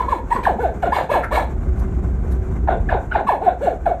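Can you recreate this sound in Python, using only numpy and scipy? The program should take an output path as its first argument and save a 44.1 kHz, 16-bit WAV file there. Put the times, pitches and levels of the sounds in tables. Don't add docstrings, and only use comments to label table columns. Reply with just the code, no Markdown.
import sys
import numpy as np
from scipy import signal
from scipy.fft import rfft, irfft
from scipy.io import wavfile

SR = 44100
rng = np.random.default_rng(int(sys.argv[2]) if len(sys.argv) > 2 else 0)


def materialize(psi):
    bounded = np.clip(np.atleast_2d(psi).T, -1, 1)
    quanta = np.round(bounded * 32767).astype(np.int16)
    wavfile.write(sys.argv[1], SR, quanta)


N = 176400
T = np.arange(N) / SR

# f/Hz, relative level/dB
RUMBLE_SPECTRUM = [(24, -28.5), (40, 10), (50, -1.5), (70, 1.5), (110, -5.5), (220, -11.5), (400, -28),
                   (800, -37.5)]
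# f/Hz, width/Hz, level against the rumble/dB
HUM_TONES = [(60.5, 16.4, 0.5), (369.7, 41, -16.5)]
# t/s, level/dB
HUM_LEVEL = [(0, -29), (1.3, -26), (1.7, -18), (2.2, -18.5), (2.85, -19.5), (3.3, -31.5), (4, -28)]
# f/Hz, relative level/dB
SLOSH_SPECTRUM = [(330, -1.5), (540, -11.5), (1250, -13.5), (1900, -24), (3200, -40.5), (5000, -48.5),
                  (6200, -38.5), (8200, -39.5), (10000, -59.5), (11900, -44), (13600, -61.5)]
# t/s, level/dB
SLOSH_LEVEL = [(.7, -38), (1.5, -40.5), (2.0, -37.5), (2.7, -40.5), (3.2, -40), (4, -42.5)]
# delay/s, level/dB
TANK_ECHOES = [(.00285, -14.5), (.023, -16)]
# f/Hz, width/Hz, level/dB
TANK_RINGS = [(700, 34, -9), (1030, 24, -19.5)]
# peak t/s, swell/s, decay/s, slap level/dB, spray level/dB
SPLASHES = [(1.244, 0.0075, 0.0096, -21, -47.5), (1.8, 0.0082, 0.0059, -73, -49.5),
            (2.324, 0.01, 0.0096, -49, -49)]
# f/Hz, relative level/dB
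SLAP_SPECTRUM = [(500, -24), (1400, 29), (1900, 23.5), (5000, -37.5)]
# f/Hz, relative level/dB
SPRAY_SPECTRUM = [(1500, -29), (3500, 6), (6200, 6.5), (9000, 4.5), (12000, 10), (13500, -6)]
# f/Hz, width/Hz, level added to a yelp's head level/dB
HEAD_RESONANCES = [(1490, 218, 9), (2140, 460, -11.5), (2570, 610, -13.5), (3560, 630, -14.5)]
# f/Hz, relative level/dB
HISS_SPECTRUM = [(400, -2.5), (1500, -2), (2400, -2), (3800, -15), (5100, -25.5), (6000, -21),
                 (8300, -17.5), (10000, -36.5), (12000, -21), (13500, -46.5)]
# t/s of top pitch, rise/s, top f/Hz, glide/s (halfway down), throat f/Hz,
# throat width/Hz, voice level/dB, chest level/dB and head level/dB (both against the throat),
# rasp (0 to 1), hiss level/dB
YELPS = [ (-.009, .024, 603, 0.055, 1005, 170, -8, -22, -33, 0.4, -38),
         (0.107, .03, 595.3, 0.071, 973, 190, -4, -20.5, -29, 0.15, -35.5),
         (0.325, .031, 955, 0.066, 1011, 180, -6, -20, -21.5, 0.31, -36.5),
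         (.443, 0.016, 2334, 0.041, 837, 400, -7, -13, -14, 0.3, -34),
         (0.618, 0.039, 511, 0.064, 738, 245, -6.5, -13, -9, 0.13, -41),
         (.8226, 0.0024, 842, 0.061, 700, 188, -11, -11.5, -15, 0.48, -38),
         (0.954, 0.044, 1169, .049, 820, 456, -15, -15, -11.5, 1, -28.5),
         (1.1249, 0.039, 601.7, 0.068, 834, 410, -6.5, -15.5, -16.5, 0.48, -27),
         (1.345, 0.042, 635, .069, 865, 424, -10, -22.5, -22, 0.8, -24),
         (2.6758, 0.0031, 818, 0.057, 710, 191, -12.5, -8.5, -16, 0.93, -55.5),
         (2.8897, 0.0037, 1599, 0.056, 729, 253, -11.5, -11, -14.5, 0.93, -49),
         (3.127, 0.022, 1481, 0.061, 767, 300, -12, -8.5, -13, 1, -50),
         (3.28, 0.016, 1116, 0.055, 856, 432, -9, -17.5, -15.5, 0.27, -33),
         (3.445, 0.053, 449.6, 0.085, 729, 173, -6, -17.5, -18, 0.46, -43.5),
         (3.641, .037, 583.7, 0.058, 726, 191, -3.5, -15, -15, 0.16, -38.5),
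         (3.8555, 0.0019, 821, 0.068, 700, 157.4, -8.5, -17, -22, 0.32, -41)]

BUBBLES_PER_S, BUBBLE_DB, BUBBLE_SHARPNESS, BUBBLE_CUT_HZ = 110, -38, 4.95, 700
TAIL_DB, TAIL_FADE_S, TAIL_BUILD_S, TAIL_CUT_HZ = -14, 0.27, 0.018, 5600
CHEST_HZ, CHEST_WIDTH_HZ, PEAK_STEEPNESS = 475.5, 221, 3.23
TYPICAL_THROAT_HZ, HEAD_FOLLOWS = 710, 0.7
PITCH_FLOOR_HZ, GLIDE_POWER, FALL_S = 137, 1.63, 0.13
OCTAVE_RISE_S, RISE_DB_PER_OCTAVE = 0.043, 4
ATTACK_S, ATTACK_SHARE, RELEASE_S = 0.0055, 0.36, 0.051
OVERTONE_DB, OVERTONE_DB_PER_OCTAVE, RASP_DB_PER_OCTAVE = -6, -29, 11.5
WHISTLE_HZ = 1800
PITCH_SHAKE, LEVEL_SHAKE, SHAKE_HZ = 0.0688, 0.87, 124
RASP_NOISE_DB, RASP_LAG_S, RASP_SWELL_S = -10, 0.041, 0.032
HISS_LAG_S, HISS_SWELL_S = 0.011, 0.045
CUTOFF_HZ = 14300


def from_db(db):
    return 10 ** (np.asarray(db) / 20)


def rms_one(x):
    return x / np.sqrt(np.mean(x ** 2) + 1e-20)


def level_curve(rows):
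    return from_db(np.interp(T, *np.transpose(rows)))


def swell(t, peak_s, width_s):
    return np.exp(-np.abs(t - peak_s) / width_s)


def low_pass(x, hz, order):
    return signal.sosfilt(signal.butter(order, hz, fs=SR, output="sos"), x)


def drift(hz):
    return rms_one(low_pass(rng.standard_normal(N + SR), hz, order=2)[SR:])


def resonate(x, hz, width_hz):
    r = np.exp(-np.pi * width_hz / SR)
    feedback = [1, -2 * r * np.cos(2 * np.pi * hz / SR), r * r]
    return signal.lfilter(np.array([1, 0, -1]) * (1 - r * r) / 2, feedback, x + 1e-18)


def coloured_noise(spectrum, ripple_db=0):
    hz, db = np.transpose(spectrum)
    bins = np.arange(N // 2 + 1) * SR / N
    log_f, log_points = np.log(np.maximum(bins, 1)), np.log(hz)
    ripple_hz = np.arange(0, SR / 2, 130)
    ripple = ripple_db * np.interp(bins, ripple_hz, rng.standard_normal(len(ripple_hz)))
    past_ends = np.maximum(log_points[0] - log_f, 0) + np.maximum(log_f - log_points[-1], 0)
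    gain = from_db(np.interp(log_f, log_points, db) + ripple) * np.exp(-2 * past_ends)
    return rms_one(irfft(rfft(rng.standard_normal(N)) * gain, N))


def hum():
    tones = np.zeros(N)
    for hz, width, db in HUM_TONES:
        ringing = resonate(rng.standard_normal(N + SR), hz, width)
        tones += from_db(db) * rms_one(resonate(ringing, hz, width)[SR:])
    return level_curve(HUM_LEVEL) * rms_one(coloured_noise(RUMBLE_SPECTRUM) + tones)


def bubbles():
    pitches = np.geomspace(170, 1400, 22)
    strengths = from_db(3.7 * np.minimum(rng.exponential(1, N), 3)) * rng.choice([-1, 1], N)
    kicks = strengths * (rng.random(N) < BUBBLES_PER_S / SR)
    which_pitch = rng.integers(0, len(pitches), N)
    gurgle = sum(resonate(kicks * (which_pitch == k), hz, hz / BUBBLE_SHARPNESS) / hz ** 2.07
                 for k, hz in enumerate(pitches))
    return low_pass(gurgle, BUBBLE_CUT_HZ, order=4)


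def sloshes(count):
    waves = (coloured_noise(SLOSH_SPECTRUM, ripple_db=5) * from_db(3.3 * drift(hz=15.5))
             for _ in range(count))
    return rms_one(sum(waves))


def water():
    stir = level_curve(SLOSH_LEVEL)
    gurgle = from_db(BUBBLE_DB) * rms_one(stir * bubbles())
    return stir * sloshes(count=3) + gurgle


def tank(x):
    t = T[:SR]
    tail = low_pass(rng.standard_normal(SR), TAIL_CUT_HZ, order=1)
    tail *= from_db(-60 * t / TAIL_FADE_S) * (1 - np.exp(-(t / TAIL_BUILD_S) ** 2))
    tail *= from_db(TAIL_DB) / np.sqrt(np.sum(tail ** 2))
    echoes = sum(from_db(db) * np.interp(T - delay, T, x, left=0) for delay, db in TANK_ECHOES)
    rings = sum(from_db(db) * resonate(x, hz, width) for hz, width, db in TANK_RINGS)
    return x + echoes + rings + signal.fftconvolve(x, tail)[:N]


def splashes():
    slap, spray = coloured_noise(SLAP_SPECTRUM), coloured_noise(SPRAY_SPECTRUM)
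    flicker = from_db(1.2 * drift(hz=250))
    out = np.zeros(N)
    for peak_s, swell_s, decay_s, slap_db, spray_db in SPLASHES:
        burst = np.exp(-np.maximum((peak_s - T) / swell_s, (T - peak_s) / decay_s))
        out += burst * (from_db(slap_db) * slap + from_db(spray_db) * spray)
    return flicker * out


def body_gain(hz, throat_hz, width_hz, chest_db, head_db):
    head_shift = (throat_hz / TYPICAL_THROAT_HZ) ** HEAD_FOLLOWS
    peaks = [(throat_hz, width_hz, 0), (CHEST_HZ, CHEST_WIDTH_HZ, chest_db)]
    peaks += [(f * head_shift, width, head_db + db) for f, width, db in HEAD_RESONANCES]
    gains = [from_db(db) / (1 + np.abs(2 * (hz - f) / width) ** PEAK_STEEPNESS)
             for f, width, db in peaks]
    return np.sqrt(sum(gain ** 2 for gain in gains))


def breath(animal):
    bins = np.arange(N // 2 + 1) * SR / N
    return rms_one(irfft(rfft(rng.standard_normal(N)) * body_gain(bins, *animal), N))


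def voice(hz, phase, rasp, animal):
    k = np.arange(1, 13)[:, None]
    slope = OVERTONE_DB_PER_OCTAVE + RASP_DB_PER_OCTAVE * rasp
    overtones = from_db(OVERTONE_DB + slope * np.log2(k / 2)) / (1 + (hz / WHISTLE_HZ) ** 4)
    strengths = np.where(k == 1, 1, overtones) * body_gain(k * hz, *animal)
    return (strengths * np.sin(k * phase)).sum(axis=0)


def yelps():
    out = np.zeros(N)
    pitch_shake, level_shake = PITCH_SHAKE * drift(SHAKE_HZ), LEVEL_SHAKE * drift(SHAKE_HZ)
    shared_hiss = coloured_noise(HISS_SPECTRUM, ripple_db=9.5)
    for top_s, rise, top_hz, glide, throat_hz, width_hz, db, chest_db, head_db, rasp, hiss_db in YELPS:
        animal = throat_hz, width_hz, chest_db, head_db
        span = (T > top_s - rise) & (T < top_s + FALL_S)
        t = T[span] - top_s

        octaves_to_climb = (np.minimum(t, 0) / OCTAVE_RISE_S) ** 2
        height = 1 / (1 + (np.maximum(t, 0) / glide) ** GLIDE_POWER)
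        hz = PITCH_FLOOR_HZ * (top_hz / PITCH_FLOOR_HZ) ** height / 2 ** octaves_to_climb
        phase = 2 * np.pi * np.cumsum(hz * (1 + rasp * pitch_shake[span])) / SR
        tone = voice(hz, phase, rasp, animal) * (1 + rasp * level_shake[span])

        puffs = 1 + 0.5 * np.sin(phase)
        air = breath(animal)[span]
        rough = from_db(RASP_NOISE_DB) * rasp * swell(t, RASP_LAG_S, RASP_SWELL_S) * puffs * air
        hiss_noise = shared_hiss + 0.5 * coloured_noise(HISS_SPECTRUM, ripple_db=8)
        hiss = from_db(hiss_db) * swell(t, HISS_LAG_S, HISS_SWELL_S) * puffs * hiss_noise[span]

        fade_in = (t + rise) / (ATTACK_S + ATTACK_SHARE * rise)
        fade_out = (FALL_S - t) / RELEASE_S
        fade = np.sin(np.pi / 2 * np.clip(np.minimum(fade_in, fade_out), 0, 1)) ** 2
        loudness = fade * from_db(-RISE_DB_PER_OCTAVE * octaves_to_climb)
        out[span] += loudness * (from_db(db) * (tone + rough) + hiss)
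    return out


def scene():
    return (tank(yelps() + splashes()) + water() + hum())[None]


def record(dry):
    return signal.sosfilt(signal.cheby2(14, 60, CUTOFF_HZ, fs=SR, output="sos"), dry)


dry = scene()
out = record(dry)
materialize(out)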